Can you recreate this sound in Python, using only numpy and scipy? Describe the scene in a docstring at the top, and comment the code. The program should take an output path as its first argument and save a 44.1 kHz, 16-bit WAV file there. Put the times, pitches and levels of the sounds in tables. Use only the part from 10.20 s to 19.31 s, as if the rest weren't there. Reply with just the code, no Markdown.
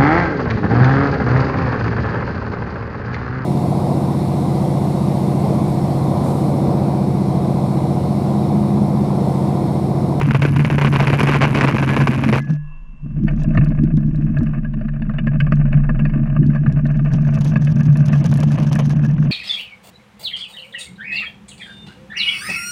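"""On a slope of rough asphalt, close up: a microphone on a camera mount fixed to a rolling drift trike.
The road shakes the mount into a deep drone; at first a loose joint chatters on every swing and slaps,
and the steel tubes ring. The wheels run smooth for a moment, leaving a thin whine, then rumble again
over grit and stones while the joint buzzes and ticks. Near the end they scrub sideways.
The road reaches the microphone through the frame, over a faint hiss of air."""
import sys
import numpy as np
from scipy import signal
from scipy.fft import rfft, irfft
from scipy.io import wavfile
from scipy.ndimage import uniform_filter1d, minimum_filter1d

SR = 44100
rng = np.random.default_rng(int(sys.argv[2]) if len(sys.argv) > 2 else 0)


def output_pcm(signal):
    """Save a mono or channel-first signal as 16-bit PCM at the path in sys.argv[1].

    Samples are clipped to [-1, 1] before scaling.
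    """
    pcm = np.clip(np.atleast_2d(signal).T, -1, 1) * 32767
    wavfile.write(sys.argv[1], SR, np.round(pcm).astype(np.int16))


N = 401751
TIME = np.arange(N) / SR

# Levels are relative within a table; each source sets its own gain.
# pitch of the camera mount's resonance, lower while the joint is slack: (time [s], frequency [Hz])
SWING_PITCH = [(0, 141.1), (1.0, 141.4), (1.8, 136.4), (2.18, 134.2), (2.3, 148.9), (3.5, 150),
               (5.7, 143.3), (7, 147), (9.11, 147.1)]
# how hard the road shakes that resonance: (time [s], level [dB])
DRONE_LEVEL = [(0, -11.5), (1.3, -15), (2.1, -17), (2.32, -15), (3.15, -19), (3.45, -14), (3.85, -17.5),
               (4.2, -16), (4.5, -23.5), (5.0, -20.5), (5.25, -11.5), (5.8, -18), (6.2, -15), (7.3, -12.5),
               (7.8, -9.5), (8.4, -13), (9.11, -12)]
# bite of the wheels on the road, lost while they run smooth: (time [s], gain [dB])
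ROAD_BITE = [(2.195, -2.5), (2.21, -9.5), (2.28, -10.5), (2.305, 3), (2.335, -2), (2.39, -32.5),
             (2.79, -30), (2.84, -15), (2.95, -8), (3.06, -1)]
# road thunder and slow chassis wobble: (time [s], level [dB])
THUNDER_LEVEL = [(0, -22.5), (1.2, -21.5), (2.1, -19), (2.3, -34), (3.2, -28), (3.7, -27.5), (4.2, -31),
                 (4.4, -40), (5.3, -46.5), (6.3, -35), (7.4, -34.5), (8.3, -30.5), (9.11, -35)]
WOBBLE_LEVEL = [(0, -50.5), (1.2, -43), (2.3, -55), (2.45, -32.5), (2.87, -35), (3.1, -21.5), (3.6, -23),
                (3.85, -26), (5.1, -26), (5.65, -18.5), (6.3, -29), (6.85, -26.5), (7.4, -37.5),
                (8.4, -45.5), (9.11, -35)]
# bumps in the road: (time [s], swell of the drone [dB], thud [dB])
ROAD_BUMPS = [(0.368, -10, -17.5), (1.13, -33, -16), (1.23, -17, -24), (1.79, -10.5, -18),
              (2.089, -11.5, -18), (2.83, -24.5, -34.5), (2.965, -13, -28), (3.038, -16.5, -20.5),
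              (3.371, -0.5, -22), (3.63, -12.5, -17.5), (3.739, -10.5, -17), (4.19, -20, -18),
              (5.07, -16, -23), (5.29, -12, -33), (5.389, -11.5, -20.5), (5.551, -6, -33.5),
              (5.82, -10.5, -21.5), (5.96, -16.5, -21), (6.19, -5.5, -10), (6.26, -22, -19.5),
              (6.539, -18, -35), (6.479, -7, -31), (6.928, -10, -32), (7.68, -1.5, -36)]
# the joint's chatter when slack and its buzz under load: (time [s], level [dB])
CHATTER_LEVEL = [(0, -32), (0.4, -35.5), (0.8, -26), (1.2, -19.5), (1.5, -22), (1.8, -26), (2.0, -33),
                 (2.1, -31.5), (2.2, -18)]
BUZZ_LEVEL = [(2.3, -60), (3.0, -77), (3.18, -59), (3.4, -77), (4.2, -74), (4.5, -90), (6.1, -80),
              (6.9, -66.5), (7.25, -55.5), (7.5, -57), (8.5, -53.5), (8.9, -56.5), (9.11, -61.5)]
# single hard slaps and sharp ticks of the joint: (time [s], level [dB])
JOINT_SLAPS = [(0.013, -8), (0.077, -27), (0.109, -7.5), (0.147, -8), (0.22, -6), (0.251, -5),
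               (0.362, -11.5), (0.394, -9.5), (0.448, -8), (0.501, -7), (0.582, -7.5), (0.613, -6.5),
               (0.647, -6.5), (0.67, -11), (0.76, -5), (0.803, -5.5), (0.872, -5.5), (0.9, -7),
               (0.93, -7.5), (1.005, 0), (1.031, -8), (1.07, -8.5), (1.156, -6.5), (1.241, -5), (1.349, -8),
               (1.372, -23), (1.41, 4), (1.441, -6), (1.485, -12), (1.583, -9), (1.7, -23), (1.765, -3.5),
               (1.813, -8.5), (1.872, -3.5), (2.037, -9), (2.089, -8), (2.127, -6.5)]
JOINT_TICKS = [(0.9974, -18), (1.0335, -17.5), (1.4036, -33), (1.442, -25), (3.2355, -32), (3.447, -34),
               (3.488, -40.5), (3.6371, -36), (3.771, -34), (3.9586, -39), (4.187, -37), (4.233, -38.5),
               (5.3575, -40), (6.2657, -36.5), (6.5255, -35.5), (6.668, -34.5), (6.9282, -36),
               (7.1436, -29.5), (7.212, -29), (7.2466, -24.5), (7.3718, -40), (7.449, -29.5),
               (7.7727, -25.5), (7.861, -26.5), (8.0425, -24.5), (8.1403, -22), (8.1736, -23.5),
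               (8.2038, -21), (8.234, -23.5), (8.3187, -29), (8.3864, -29), (8.4456, -34), (8.5245, -30),
               (8.554, -22), (8.6956, -28)]
# wheels crunching on grit, scrubbing sideways, whining on smooth road: (time [s], level [dB])
GRIT_LEVEL = [(0, -48), (2.3, -36.5), (3.0, -45), (3.4, -36), (3.8, -46.5), (4.2, -41.5), (4.6, -48.5),
              (5.3, -40), (6.3, -40), (7.2, -38.5), (8.2, -39), (9.11, -43.5)]
SCRUB_LEVEL = [(6.9, -64), (7.7, -45), (8.35, -37), (8.75, -45), (9.11, -43)]
WHINE_LEVEL = [(2.3, -68), (2.38, -63.5), (2.52, -52.5), (2.62, -59.5), (2.95, -63), (3.2, -92)]
# the scrubbing wheels catch: (time [s], level [dB])
WHEEL_CATCHES = [(6.935, -32.5), (7.215, -31.5), (7.25, -39), (7.36, -47), (8.045, -30), (8.225, -35),
                 (8.32, -36), (8.39, -31), (8.52, -23.5), (8.59, -23), (8.7, -28)]
# larger stones and pits knock the frame: (time [s], level [dB], share of high clank [dB])
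STONE_KNOCKS = [(3.0805, -19, -5.5), (3.3484, -20.5, -19), (3.3729, -12.5, -8), (3.4102, -24, -12),
                (3.7728, -32, -18), (4.167, -22, -15), (4.207, -29, -22), (4.4445, -27.5, -16),
                (4.6108, -27.5, -9), (4.819, -26, -9), (4.8937, -24.5, -25), (4.984, -19.5, -1.5),
                (5.0694, -17, -9), (5.2022, -13, -2.5), (5.265, -23, -14), (5.3212, -13, -10.5),
                (5.5262, -19.5, -8.5), (5.691, -16, -16.5), (5.7916, -22, -9.5), (5.8521, -19.5, -10),
                (6.1623, -20, -15), (6.3568, -22, -20), (6.4621, -18.5, -15), (6.6536, -21, -17),
                (6.791, -26, -12), (7.0878, -22, -13.5), (7.3573, -14, -16), (7.4699, -23.5, -9.5),
                (7.8027, -26, -13.5), (7.93, -18.5, -13), (8.1246, -24, -16), (8.5192, -32, -29),
                (8.556, -19, -13), (8.7004, -26, -7)]
# blows that leave the steel ringing: (time [s], level [dB])
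TUBE_PINGS = [(0.264, -9.5), (1.69, 3.5), (2.2, -5.5)]
# ring of the steel tubes: (frequency [Hz], level [dB], time to fall 60 dB [s])
TUBE_MODES = [(1540, -46, 2), (1660, -66.5, 1.2), (1690, -22.5, 0.86), (2040, -21.5, 0.13),
              (2020, -29.5, 0.12)]
# resonances of the frame with its wheels, and of the whine: (frequency [Hz], width [Hz], level [dB])
FRAME_MODES = [(494, 25, 0), (554, 89, -1.5), (627, 62, 7.5), (1068, 88, -4.5), (1191, 63, 0),
               (1545, 95, -1), (1660, 28, 4.5), (1775, 80, -1), (2214, 89, -8), (2348, 32, -5),
               (2547, 150, -4), (2690, 150, -5.5), (2930, 90, -11.5), (3547, 72, -23.5), (4550, 160, -27),
               (6150, 310, -52.5), (7440, 200, -35)]
WHEEL_MODES = [(930, 25, -19), (1050, 100, -3), (1120, 50, -10.5), (2680, 3, -0.5), (2755, 14, -8.5)]
# spectra of the resonance above the drone, the thunder and the wobble: (frequency [Hz], level [dB])
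UPPER_SPECTRUM = [(190, -14), (206, -4.5), (218, 2), (232, -6.5), (255, -18)]
THUNDER_SPECTRUM = [(45, -9), (60, -3.5), (85, 1.5), (120, 3.5), (190, 0), (260, 3), (320, -2), (380, -22)]
WOBBLE_SPECTRUM = [(14, -11.5), (21, 7), (33, 10), (45, -7), (65, -21.5)]
# spectra of the joint's contacts: (frequency [Hz], level [dB])
CHATTER_SPECTRUM = [(220, -2.5), (340, 4), (480, 0.5), (750, -3.5), (1030, 0), (1350, -6.5), (1510, -3),
                    (1850, -8), (2400, -4.5), (2780, -9.5), (3400, -21), (4800, -26.5), (6100, -31.5),
                    (8400, -40.5), (11500, -57.5)]
BUZZ_SPECTRUM = [(400, 8), (900, 8.5), (1800, -3), (3200, -1), (4100, -5.5), (4700, -4.5), (6200, 0),
                 (7600, -17), (8300, -16.5), (8900, -20.5), (12000, -26.5)]
TICK_SPECTRUM = [(500, 9), (3000, -10.5), (4100, -5.5), (6000, -4), (8600, -10.5), (9700, -2),
                 (11500, -5.5), (12800, -13), (14500, -34)]
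# spectra of the scrubbing wheels and the air: (frequency [Hz], level [dB])
SCRUB_SPECTRUM = [(350, 0.5), (600, 6.5), (800, 0), (1050, 0), (1400, -13), (3000, -11)]
AIR_SPECTRUM = [(300, 4.5), (3000, -5), (4000, -19), (7000, -19.5), (13000, -46)]

SLACK_END_S, SMOOTH_START_S, SMOOTH_END_S = 2.203, 2.37, 2.6
CATCH_RISE_S, CATCH_DECAY_S = 0.018, 0.0082


def mount_swing(rolling, width_hz, steady):
    """Road kicks make the mount's resonance swell and slip in phase; on smooth road it rings freely."""
    hz, = in_time(SWING_PITCH)
    kicks = steady + rolling * (drift(width_hz) + 1j * drift(width_hz))
    turns = np.cumsum(hz) / SR + np.unwrap(np.angle(kicks)) / (2 * np.pi)
    swing = evened(np.abs(kicks), 0.07)
    return turns, swing


def road_rumble(turns, swing, rolling):
    """Deep drone of the road-shaken camera mount, with an upper resonance and lumpy road thunder."""
    drone_db, bite_db, thunder_db = in_time(DRONE_LEVEL) + in_time(ROAD_BITE) + in_time(THUNDER_LEVEL)
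    swell, thud = bumps()
    drone_gain = np.hypot(from_db(ringing_on(drone_db + bite_db)), swell)
    drone = drone_gain * np.sqrt(2) * swing * np.sin(2 * np.pi * turns)
    road = .9 + small_stones(per_s=24, decay_s=.012)
    upper_db = -22.5 + 0.17 * (drone_db - drone_db.mean()) + bite_db
    upper_gain = np.hypot(from_db(upper_db) * np.maximum(rolling, .2), 1.2 * thud)
    upper = upper_gain * evened(coloured(road * white(), UPPER_SPECTRUM), 0.13)
    trim_db = -3.5 * (TIME < SLACK_END_S)   # the thunder is turned down a little while the joint chatters
    thunder_gain = from_db(trim_db + 6) * np.hypot(from_db(thunder_db + bite_db), 0.49 * thud)
    thunder = thunder_gain * evened(coloured(road * white(), THUNDER_SPECTRUM), 0.11)
    return drone + upper + thunder


def bumps(rise_s=0.0047, decay_s=.04):
    """Two envelopes: bumps and slaps swell the drone; they, the knocks and the catches add thuds."""
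    swell = swells([(s, db) for s, db, _ in ROAD_BUMPS], rise_s, decay_s)
    thud = swells([(s, db) for s, _, db in ROAD_BUMPS], rise_s, decay_s)
    slaps, knocks, catches = (swells(rows, rise_s=.003, decay_s=0.017)
                              for rows in (JOINT_SLAPS, STONE_KNOCKS, WHEEL_CATCHES))
    blows = from_db(-17.5) * slaps + from_db(-9) * knocks + from_db(4) * catches
    return np.hypot(swell, from_db(-8.5) * np.minimum(slaps, .5)), np.hypot(thud, blows)


def chassis_wobble(rolling, free_hz=22.5):
    """The chassis wobbles at random on rough road and evenly on smooth road."""
    driven = evened(coloured(white(), WOBBLE_SPECTRUM), 0.045)
    free = np.sqrt(2) * np.sin(2 * np.pi * free_hz * TIME)
    return from_db(in_time(WOBBLE_LEVEL)[0] + 2.5) * (rolling * driven + (1 - rolling) * free)


def slack_joint(turns, swing):
    """The slack joint rattles against its stop: harsh chatter, bright ticking and hard slaps."""
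    slack = np.clip((SLACK_END_S - TIME) / 0.0068, 0, 1)
    hard = contacts(turns, swing, back_db=-13, spread_db=1, decay_s=0.0028, grain=0.19, steep=0.86)
    stutter_db = 4.7 * np.clip(drift(27), -2.5, 1.2)
    fits = from_db(-14) * swells(JOINT_SLAPS, rise_s=0.0016, decay_s=0.017)   # chatter after each slap
    force = np.hypot(from_db(in_time(CHATTER_LEVEL)[0] + stutter_db), fits)
    chatter = force * evened(coloured(hard, CHATTER_SPECTRUM), 0.044)
    sharp = contacts(turns, swing, back_db=-16, spread_db=16, decay_s=0.0013, grain=0.16, steep=0.33)
    ticking = from_db(-40.5) * force ** 0.23 * evened(coloured(sharp, TICK_SPECTRUM), 0.011)
    slaps = hits(JOINT_SLAPS, CHATTER_SPECTRUM, decay_s=0.0032, grain=0.28, gain_db=-2, rebound_db=-5)
    return slack * (chatter + ticking) + slaps


def loaded_joint(turns, swing):
    """Under load the joint only buzzes and ticks; a stronger buzz has more sharp contact in it."""
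    flicker_db = 5.5 * np.clip(drift(20), -2.5, 1.5)
    force = from_db(in_time(BUZZ_LEVEL)[0] + in_time(ROAD_BITE)[0] + flicker_db)
    force += from_db(-20) * swells(WHEEL_CATCHES, CATCH_RISE_S, CATCH_DECAY_S)
    light = contacts(turns, swing, back_db=-4.5, spread_db=-1, decay_s=0.0011, grain=0.27, steep=2.5)
    sharp = contacts(turns, swing, back_db=-24.5, spread_db=8, decay_s=0.00026, grain=0.18, steep=3.9)
    sharp_share = np.minimum((force / from_db(-39)) ** 1.3, 1)
    buzz = evened(coloured(light, BUZZ_SPECTRUM), 0.025)
    buzz += sharp_share * evened(coloured(sharp, TICK_SPECTRUM), 0.017)
    ticks = hits(JOINT_TICKS, TICK_SPECTRUM[1:], decay_s=0.00088, grain=0.25, gain_db=-1,
                 rebound_db=-8.5, edge=tick_edge)
    return (TIME > SLACK_END_S) * from_db(8.5) * force * buzz + ticks


def contacts(turns, swing, back_db, spread_db, decay_s, grain, steep):
    """The joint hits its stop once a swing, and more softly on the way back; wide swings hit harder."""
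    half_turn = np.floor(2 * turns + .1 * drift(90))
    touch = np.diff(half_turn, prepend=half_turn[0]) > 0
    strength_db = back_db * (1 - half_turn % 2) + spread_db * np.clip(white(), -2, 1.5)
    clicks = touch * swing ** steep * from_db(strength_db)
    return clicks + grain * dying_away(clicks, decay_s) * white()


def hits(rows, spectrum, decay_s, grain, gain_db, rebound_db, edge=None):
    """Single blows of the joint, each rebounding a swing later; edge maps level to a treble limit."""
    out, body = np.zeros(N), response(spectrum)
    for s, db in rows:
        pulse = softened(body, edge(db)) if edge else body
        swing_s = 1 / np.interp(s, *np.transpose(SWING_PITCH))
        for onset_s, level_db in (s, db), (s + swing_s, db + rebound_db):
            add(out, onset_s, signal.fftconvolve(crunch(decay_s, grain), pulse), level_db + gain_db)
    return out


def tick_edge(db, hard_db=-19.5, hard_hz=12000, db_per_octave=9):
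    """Treble limit of a tick in Hz: lighter ticks are duller."""
    return hard_hz * 2 ** ((db - hard_db) / db_per_octave)


def wheel_crunch():
    """Grit and pebbles under the wheels rattle the frame's resonances."""
    pebbles = 1 + small_stones(per_s=42, decay_s=.005)
    rattle = frame_ring(grit(per_s=3000, clump_db=0.5) * pebbles, tilt_db_per_octave=-2.3)
    return from_db(in_time(GRIT_LEVEL)[0] + in_time(ROAD_BITE)[0]) * evened(rattle, 0.42)


def wheel_scrub(start_s=6.8):
    """The wheels slide sideways over the grit and catch now and then."""
    sideways = np.clip((TIME - start_s) / 0.11, 0, 1)
    force = from_db(in_time(SCRUB_LEVEL)[0] + 2 * drift(7.1))
    force += swells(WHEEL_CATCHES, CATCH_RISE_S, CATCH_DECAY_S)
    return sideways * force * evened(coloured(grit(per_s=2500, clump_db=7), SCRUB_SPECTRUM), 0.077)


def wheel_knocks():
    """Stones and hops knock the frame; the plastic wheels soften each blow."""
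    out = np.zeros(N)
    for s, db, share_db in list(STONE_KNOCKS) + hops():
        blow = softened(crunch(decay_s=0.0056, grain=0.31), edge_hz=5500)
        knock = frame_ring(blow, tilt_db_per_octave=0.46, clank_db=1.3 * (share_db + 10), scatter_db=3)
        add(out, s, knock, db + 1)
    return out


def hops(count=90, start_s=4.2, pace_s=.068):
    """Rows of light knocks: the wheels hop at an uneven pace between the larger stones."""
    late, softness, clank = rng.standard_normal((count, 3)).T
    times = start_s + pace_s * (np.arange(count) + 0.27 * late)
    rows = zip(times, -30 - np.minimum(softness, 1.5), -15 + 3 * clank)
    stone_times = np.array(STONE_KNOCKS)[:, 0]
    return [row for row in rows if row[0] < TIME[-1] and np.abs(stone_times - row[0]).min() > pace_s / 2]


def frame_ring(force, tilt_db_per_octave, clank_db=0, scatter_db=0):
    """The frame's modes in parallel; each contact point shares its force among them in its own way."""
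    out, chance_db = 0, scatter_db * rng.uniform(-1.9, 1, len(FRAME_MODES))
    for k, (hz, width, db) in enumerate(FRAME_MODES):
        clank_share = (hz > 2000) * (1 if hz < 3200 else .7)
        gain = from_db(db + chance_db[k] + tilt_db_per_octave * np.log2(hz / 1700) + clank_db * clank_share)
        out = out + (-1) ** k * gain * resonance(force, hz, width)
    return out


def steel_tubes():
    """The struck tubes ring on as dying sine tones."""
    out, age = np.zeros(N), TIME[:SR]
    ring = sum(from_db(db - 60 * age / t60) * np.sin(2 * np.pi * hz * age) for hz, db, t60 in TUBE_MODES)
    for s, db in TUBE_PINGS:
        add(out, s, ring, db - 22.5)
    return out


def wheel_whine():
    """Light rubbing makes a wheel sing thinly."""
    tones = sum(from_db(db) * evened(resonance(resonance(white(), hz, width), hz, 3 * width), 0.07)
                for hz, width, db in WHEEL_MODES)
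    return from_db(in_time(WHINE_LEVEL)[0]) * tones


def air():
    """A faint, steady hiss of air at the microphone."""
    return from_db(-65) * evened(coloured(white(), AIR_SPECTRUM), .5)


def grit(per_s, clump_db):
    """Grains of asphalt under a hard wheel, arriving in clumps."""
    return white() * (rng.random(N) < per_s / SR) * from_db(clump_db * np.clip(drift(30), -2, 2))


def small_stones(per_s, decay_s):
    """Force of random small stones: each raises it at once and lets it die away; mean 1."""
    force = dying_away(rng.random(N) < per_s / SR, decay_s)
    return force / force.mean()


def crunch(decay_s, grain, size=2048):
    """One contact: a click and a quickly dying spray of smaller ones."""
    burst = grain * rng.standard_normal(size) * np.exp(-np.arange(size) / (decay_s * SR))
    burst[0] += 1
    return burst


def swells(rows, rise_s, decay_s):
    """Envelope of (time [s], level [dB]) events: each rises quickly and dies away."""
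    out, age = np.zeros(N), np.arange(SR // 2) / SR
    shape = np.minimum(age / rise_s, 1) * np.exp(-np.maximum(age - rise_s, 0) / decay_s)
    for s, db, *_ in rows:
        add(out, s - rise_s / 2, shape, db)
    return out


def ringing_on(db, fall_db_per_s=129):
    """A level that can fall no faster than the mount rings down."""
    fall = fall_db_per_s * TIME
    return np.maximum.accumulate(db + fall) - fall


def dying_away(kicks, decay_s):
    """Give each kick an exponential tail."""
    return signal.lfilter([1], [1, -np.exp(-1 / (decay_s * SR))], kicks + 1e-18)


def resonance(x, hz, width_hz):
    """One resonance with gain 1 at its peak."""
    r, w = np.exp(-np.pi * width_hz / SR), 2 * np.pi * hz / SR
    return signal.lfilter([0, 2 * (1 - r) * np.sin(w)], [1, -2 * r * np.cos(w), r * r], x)


def softened(x, edge_hz):
    """A softer contact loses its treble."""
    return signal.sosfilt(signal.butter(2, min(edge_hz, .45 * SR), fs=SR, output="sos"), x)


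def response(spectrum, size=8192):
    """Minimum-phase impulse response of a spectrum that falls steeply beyond its ends; peak 1."""
    hz, db = np.transpose(spectrum)
    octave = np.log2(np.maximum(np.arange(size // 2 + 1) * SR / size, 1))
    known = np.log2(np.sort(hz))
    beyond = np.abs(octave - np.clip(octave, known[0], known[-1]))
    gain_db = np.maximum(np.interp(octave, known, db) - 36 * beyond, -130)
    cepstrum = irfft(np.log(from_db(gain_db)))
    cepstrum[1:size // 2] *= 2
    cepstrum[size // 2 + 1:] = 0
    pulse = irfft(np.exp(rfft(cepstrum)))
    return pulse / np.abs(pulse).max()


def coloured(x, spectrum):
    """Pass a sound through a spectrum."""
    return signal.oaconvolve(x, response(spectrum))[:N]


def evened(x, span_s):
    """Hold the rms at 1 over the given span; faster detail stays."""
    size = max(int(span_s * SR), 8)
    power = uniform_filter1d(uniform_filter1d(x * x, size), size)
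    return x / np.sqrt(np.abs(power) + 1e-6 * np.mean(x * x))


def drift(rate_hz, step=40):
    """Slow random wander with a spread of 1."""
    r = np.exp(-2 * np.pi * rate_hz * step / SR)
    slow = signal.lfilter([1], [1, -2 * r, r * r], rng.standard_normal(N // step + 2002))[2000:]
    return np.interp(np.arange(N) / step, np.arange(len(slow)), slow / slow.std())


def add(out, s, sound, db):
    """Lay a sound into a track at the given time and peak level."""
    start = max(int(s * SR), 0)
    part = sound[:max(N - start, 0)]
    out[start:start + len(part)] += from_db(db) * part / np.abs(sound).max()


def in_time(rows):
    """List of a curve's value columns, each at every sample."""
    s, *columns = np.transpose(rows)
    return [np.interp(TIME, s, column) for column in columns]


def white():
    """Fresh white noise."""
    return rng.standard_normal(N)


def from_db(db):
    """Decibels to gain."""
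    return 10 ** (np.asarray(db) / 20)


def scene():
    """Rumble, joint, wheels, tubes and air, summed in mono at the microphone."""
    # 1 on rough road, 0 while the wheels run smooth
    rolling = np.clip(np.maximum((SMOOTH_START_S - TIME) / 0.081, (TIME - SMOOTH_END_S) / 0.026), 0, 1)
    turns, swing = mount_swing(rolling, width_hz=16, steady=1.3)
    hiss = air()
    joint = slack_joint(turns, swing) + loaded_joint(turns, swing)
    rumble = road_rumble(turns, swing, rolling) + chassis_wobble(rolling)
    wheels = wheel_crunch() + wheel_scrub() + wheel_knocks() + wheel_whine()
    return (rumble + joint + wheels + steel_tubes() + hiss)[None]


def record(dry):
    """A look-ahead limiter holds the peaks; the top is cut at 15.8 kHz."""
    needed = np.minimum(1, .8 / (np.abs(dry) + 1e-9))
    held = minimum_filter1d(needed, size=801)
    gain = uniform_filter1d(uniform_filter1d(held, size=401), size=401)
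    return signal.sosfilt(signal.ellip(8, .3, 70, 15800, fs=SR, output="sos"), dry * gain)


dry = scene()
out = record(dry)
output_pcm(out)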